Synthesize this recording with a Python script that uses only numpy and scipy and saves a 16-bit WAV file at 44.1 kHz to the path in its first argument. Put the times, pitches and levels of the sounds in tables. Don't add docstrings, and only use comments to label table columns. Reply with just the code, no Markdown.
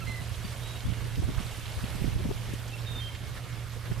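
import sys
import numpy as np
from scipy import signal
from scipy.fft import rfft, irfft
from scipy.io import wavfile
from scipy.ndimage import uniform_filter1d

SR = 44100
rng = np.random.default_rng(int(sys.argv[2]) if len(sys.argv) > 2 else 0)


def wrap_up_sound(samples):
    columns = np.atleast_2d(samples).T
    tamed = np.clip(columns, -1, 1)
    steps = np.round(tamed * 32767).astype(np.int16)
    wavfile.write(sys.argv[1], SR, steps)


N = 176400

# (frequency [Hz], correlation [negative counts as 0])
AIR_LIKENESS = [(40, -0.4), (130, 0.1), (280, 0.9), (620, 0.86), (1350, 0.7), (2900, 0.74), (6400, 0.43),
                (13900, 0.27)]
# (frequency [Hz], left minus right [dB])
AIR_BALANCE = [(60, -12.5), (200, -2.5), (600, -5), (2300, -3.5), (4100, -4), (7600, -1.5), (13900, -2)]
# (frequency [Hz], relative density [dB])
HARBOUR_SPECTRUM = [(15, -37), (30, -6), (60, -8.5), (100, -9), (150, -15.5), (210, -19.5), (320, -23),
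                    (450, -21), (760, -27.5), (1150, -24), (1700, -25.5), (2500, -29.5), (3300, -29),
                    (5500, -35), (10000, -40), (14000, -40)]
# (frequency [Hz], level [dB], waver [0-1])
ENGINE_PARTIALS = [(69, -50, 0.29), (84.6, -49.5, 0.35), (115.06, -39.5, 0.15), (124.7, -49, 0.47),
                   (163.5, -60, 0.36), (179.3, -74, 0.5)]
# (time [s], level [dB])
WHINE_SWELL = [(0, -62), (.5, -63), (.9, -65), (1.5, -61), (2.2, -66), (3, -63), (3.35, -59.5), (3.7, -64),
               (4, -65)]
# (frequency [Hz], relative density [dB])
WASH_SPECTRUM = [(200, -10), (600, 2.5), (1300, -3), (3000, -1), (4500, -6), (7000, -10), (10000, -9.5),
                 (14000, -15.5)]
# (time [s], level [dB])
WASH_SWELL = [(0, -49), (.13, -48.5), (.35, -47), (.65, -47), (.88, -49.5), (1.05, -50), (1.3, -48.5),
              (1.42, -46), (1.65, -47), (1.76, -45), (1.92, -45.5), (2.15, -48.5), (2.38, -48),
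              (2.55, -48.5), (2.74, -49), (2.84, -52), (3.2, -51), (3.5, -52), (4, -52)]
# (time [s], level [dB], decay [s], top of the band [Hz])
HULL_SPLASHES = [(0.078, -49, 0.016, 8000), (.115, -49, 0.0092, 9000), (.475, -54, .008, 7000),
                 (.632, -49, .007, 6000), (.73, -61, .006, 8000), (0.804, -43.5, .008, 4000),
                 (0.935, -39, 0.0059, 2480), (1.042, -48, 0.0074, 5000), (1.155, -41.5, 0.0076, 4020),
                 (1.376, -43.5, 0.045, 1380), (1.406, -54, 0.013, 8000), (1.515, -46, 0.0075, 7000),
                 (1.542, -45, 0.0045, 3000), (1.656, -39.5, 0.0088, 2940), (1.955, -45, .009, 7000),
                 (2.533, -47, 0.024, 8950), (2.677, -47, .012, 6000), (3.149, -40.5, 0.012, 2780),
                 (3.392, -46, 0.008, 1200)]
# (start [s], length [s], level [dB], pitch [Hz], fall [Hz], octave overtone [dB], fade [dB])
BIRD_NOTES = [(.008, 0.024, -43, 1385, 75, -2, 1), (0.063, 0.14, -42, 2076, 94.5, -11, 7),
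              (0.435, .022, -51, 4640, 32, -30, 0), (0.597, 0.044, -54.5, 3720, -2, -28, 1),
              (0.643, 0.159, -48.5, 3830, 48, -37, 8), (0.825, 0.048, -53, 3100, -450, -30, 2),
              (2.726, 0.019, -41, 2670, -14, -16, 1), (2.775, 0.02, -57.5, 5380, -55, -30, -2),
              (2.858, 0.078, -44.5, 3695, 33, -35, 4.5), (2.943, 0.061, -44.5, 3646, 43, -38, 0.5),
              (2.997, 0.1, -41, 3184, 39, -35, 4.5)]
# (delay [s], relative level [dB])
QUAY_REFLECTIONS = [(.021, -14.5), (.047, -15.5), (.074, -24)]
# (time [s], level [dB])
BREEZE_SWELL = [(0, -45), (.55, -48), (.9, -44.5), (1.25, -35.5), (1.6, -45), (2.15, -32), (2.45, -39),
                (2.75, -48), (3.3, -42), (3.7, -54), (4, -36.5)]
# (middle [s], half-width [s], level [dB], swirl pitch [Hz], port [L or R])
PORT_EDDIES = [(0.026, 0.032, -32, 112.1, "R"), (0.087, 0.027, -39, 170.7, "R"),
               (0.218, 0.016, -33, 150.6, "R"), (0.316, 0.012, -31.5, 65.6, "R"),
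               (0.451, 0.0082, -30.5, 169.4, "L"), (0.853, 0.011, -22.5, 79.8, "L"),
               (0.872, 0.009, -32.5, 250, "L"), (0.895, 0.011, -18, 85.4, "R"),
               (.919, 0.0093, -22.5, 109.8, "R"), (0.926, .007, -36, 290, "R"),
               (1.043, .008, -33, 149.8, "L"), (1.064, .012, -39, 340, "L"),
               (1.182, 0.0068, -29.5, 240.4, "L"), (1.189, 0.011, -24, 75, "R"),
               (1.193, 0.011, -27, 169.2, "L"), (1.225, 0.0078, -32.5, 330, "L"),
               (1.248, 0.029, -27.5, 61.5, "R"), (1.29, 0.01, -25, 134.6, "R"),
               (1.297, 0.013, -32, 289, "L"), (1.318, 0.0063, -31.5, 240, "L"),
               (1.377, 0.012, -21.5, 49.5, "R"), (1.402, 0.01, -29.5, 160, "R"),
               (1.779, 0.013, -26.5, 85, "L"), (1.834, 0.0098, -24.5, 95.2, "R"),
               (1.842, 0.0071, -27.5, 209.8, "L"), (1.955, 0.012, -30, 168.6, "R"),
               (2.018, 0.0071, -23, 144.7, "R"), (2.045, 0.0067, -23.5, 260.3, "R"),
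               (2.064, 0.012, -31, 199, "R"), (2.08, 0.0074, -23.5, 121.1, "R"),
               (2.122, 0.013, -23, 57.5, "R"), (2.161, 0.0053, -28, 139.8, "L"),
               (2.163, 0.013, -22, 65.5, "R"), (2.204, 0.015, -36, 380, "L"),
               (2.238, 0.012, -22.5, 55.9, "R"), (2.257, 0.0093, -25, 229.8, "L"),
               (2.262, 0.02, -26, 78.7, "R"), (2.292, 0.0037, -27, 270.4, "L"),
               (2.314, 0.0068, -26, 350, "L"), (2.506, 0.012, -35, 198, "L"),
               (2.537, 0.004, -27, 171.1, "L"), (3.909, 0.014, -30.5, 151.5, "L"),
               (3.92, 0.0062, -22, 145, "R"), (3.976, 0.0074, -30, 100.2, "R")]


def amp(db):
    return 10 ** (np.asarray(db) / 20)


def unit(x):
    return x / np.sqrt(np.mean(x ** 2) + 1e-20)


def at_hz(points, hz):
    frequencies, values = np.transpose(points)
    return np.interp(np.log(hz + 1), np.log(frequencies + 1), values)


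def swell(points):
    return amp(np.interp(np.arange(N) / SR, *np.transpose(points)))


def pan(db):
    return unit(amp([[db / 2], [-db / 2]]))


def add(mix, start_s, sound):
    at = round(start_s * SR)
    sound = sound[..., max(-at, 0):]
    part = mix[..., max(at, 0):][..., :sound.shape[-1]]
    part += sound[..., :part.shape[-1]]


def wander(rate_hz):
    lowpass = np.exp(-(np.fft.rfftfreq(N, 1 / SR) / rate_hz) ** 2)
    return unit(irfft(rfft(rng.standard_normal(N)) * lowpass, N))


def band_noise(low_hz, high_hz, order, size):
    hz = np.fft.rfftfreq(size, 1 / SR) + 1
    loss = np.sqrt((1 + (low_hz / hz) ** 4) * (1 + (hz / high_hz) ** (2 * order)))
    return unit(irfft(rfft(rng.standard_normal(size)) / loss, size))


def wavering_tone(hz, waver, rate_hz):
    envelope = 1 - waver + waver * (wander(rate_hz) + 1j * wander(rate_hz))
    return unit((envelope * np.exp(2j * np.pi * hz * np.arange(N) / SR)).real)


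def open_air(spectrum, patchy_db, flicker_db):
    frames, hz = N // 256 + 5, np.fft.rfftfreq(1024, 1 / SR)
    left_re, left_im, apart_re, apart_im, patches = rng.standard_normal((5, frames, len(hz)))
    patches = unit(uniform_filter1d(uniform_filter1d(patches, size=5, axis=0), size=22, axis=1))
    flicker = unit(uniform_filter1d(rng.standard_normal(frames), size=7))[:, None]
    likeness = np.clip(at_hz(AIR_LIKENESS, hz), 0, 1)
    left = left_re + 1j * left_im
    right = likeness * left + np.sqrt(1 - likeness ** 2) * (apart_re + 1j * apart_im)
    lean_db = np.array([1, -1])[:, None, None] * at_hz(AIR_BALANCE, hz) / 2
    gain = amp(at_hz(spectrum, hz) + patchy_db * patches + flicker_db * flicker + lean_db)
    spectra = (gain * np.array([left, right])).transpose(0, 2, 1)
    _, noise = signal.istft(spectra, nperseg=1024, noverlap=768)
    return unit(noise[:, :N])


def distant_harbour():
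    return amp(-42) * open_air(HARBOUR_SPECTRUM, patchy_db=2.22, flicker_db=1.23)


def far_engine():
    hum = sum(amp(db) * wavering_tone(hz, waver, rate_hz=2.1) for hz, db, waver in ENGINE_PARTIALS)
    whine = swell(WHINE_SWELL) * wavering_tone(hz=2184, waver=1, rate_hz=16)
    flutter_db = 1.06 * wander(rate_hz=23)
    return pan(db=-7) * (hum * amp(flutter_db) + whine)


def droplets(per_second, cycles, spread_db):
    out, pitches = np.zeros((2, N)), np.geomspace(1100, 13000, num=28)
    for hz in pitches:
        t = np.arange(0, cycles / hz, 1 / SR)
        drop = np.sin(2 * np.pi * hz * t) * np.sin(np.pi * np.sqrt(t * hz / cycles)) ** 2
        falls = rng.random(N) < per_second * hz / pitches.sum() / SR
        level_db = at_hz(WASH_SPECTRUM, hz) + spread_db * np.minimum(rng.exponential(1, N), 4)
        patter = np.convolve(falls * amp(level_db), drop / np.linalg.norm(drop))[:N]
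        out += pan(db=-5 + 3 * rng.standard_normal()) * patter
    return unit(out)


def water_wash():
    hiss = open_air(WASH_SPECTRUM, patchy_db=2.0, flicker_db=0.2)
    drops = amp(-6) * droplets(per_second=2200, cycles=5.3, spread_db=4)
    return swell(WASH_SWELL) * (hiss + drops)


def splashes():
    out, t = np.zeros((2, N)), np.arange(8192) / SR
    rise_s = 0.00067
    for start, db, decay, hz in HULL_SPLASHES:
        noises = np.array([band_noise(hz * 0.78, hz * 0.99, order=3.15, size=len(t)) for _ in range(3)])
        spray = unit(noises[2] + 0.21 * noises[:2])
        shape = np.minimum(t / rise_s, 1) * np.exp(-t / decay)
        add(out, start, amp(db) * pan(db=-5) * shape * spray)
    return out


def quay_echo(sound, t60_s):
    t = np.arange(SR // 2) / SR
    taps = rng.standard_normal((2, len(t))) * (rng.random((2, len(t))) < 0.03)
    taps *= (t > 0.012) * np.exp(-np.log(1000) * t / t60_s)
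    echo = amp(-9) * signal.fftconvolve(sound[None], taps / np.linalg.norm(taps[0]), axes=1)[:, :N]
    for delay, db in QUAY_REFLECTIONS:
        add(echo, delay, amp(db) * sound)
    return echo


def birds():
    direct = np.zeros(N)
    rise_s, release_s, pitch_jitter, flutter_db = 0.014, 0.012, 0.002, 1.5
    for start, length, db, hz, fall_hz, octave_db, fade_db in BIRD_NOTES:
        t = np.arange(0, length + release_s, 1 / SR)
        sag = (t / length) ** 1.5
        pitch = (hz - fall_hz * sag) * (1 + pitch_jitter * wander(rate_hz=69)[:len(t)])
        phase = 2 * np.pi * np.cumsum(pitch) / SR
        tone = unit(np.sin(phase) + amp(octave_db) * np.sin(2 * phase))
        shape = np.minimum(t / rise_s, 1) * np.clip(1 - (t - length) / release_s, 0, 1)
        level = amp(db - fade_db * sag + flutter_db * wander(rate_hz=42)[:len(t)])
        add(direct, start, level * shape * tone)
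    return pan(db=-5.5) * direct + quay_echo(direct, t60_s=0.44)


def breeze():
    rumble = np.array([band_noise(low_hz=15, high_hz=96, order=2.04, size=N) for _ in range(2)])
    return swell(BREEZE_SWELL) * pan(db=-3.5) * unit(rumble)


def eddies():
    out, t = np.zeros((2, N)), np.arange(-8192, 8192) / SR
    glide, pitch_jitter, wake_stretch, lump_db = 0.18, 0.1003, 1.9, 2
    for middle, width, db, hz, port in PORT_EDDIES:
        jitter, lumps = wander(rate_hz=70.4)[:2 * len(t)].reshape(2, -1)
        pitch = hz * np.exp(glide * np.tanh(t / width) + pitch_jitter * jitter)
        phase = 2 * np.pi * (np.cumsum(pitch) / SR + rng.random())
        swirl = np.exp(-2 * (t / width) ** 2) * unit(np.sin(phase))
        churn = band_noise(low_hz=25, high_hz=hz * 1.66, order=2.68, size=len(t)) * amp(lump_db * lumps)
        push = amp(-4) * band_noise(low_hz=25, high_hz=60, order=2.5, size=len(t))
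        wake_shape = np.exp(-2 * (t / (width * wake_stretch)) ** 2)
        wake = unit(wake_shape * (churn + push)) * np.sqrt(np.mean(wake_shape ** 2))
        thump = amp(-0.5) * swirl + amp(-4.5) * wake
        add(out["LR".index(port)], middle + t[0], amp(db) * thump)
    return out


def scene():
    return distant_harbour() + far_engine() + water_wash() + splashes() + birds() + breeze() + eddies()


def record(dry):
    low_cut_hz, top_hz = 22, 14300
    cut = signal.sosfilt(signal.butter(2, low_cut_hz, "high", fs=SR, output="sos"), dry)
    lowpass = signal.firwin(511, top_hz, window=("kaiser", 9), fs=SR)
    return signal.oaconvolve(cut, lowpass[None], "same")


dry = scene()
out = record(dry)
wrap_up_sound(out)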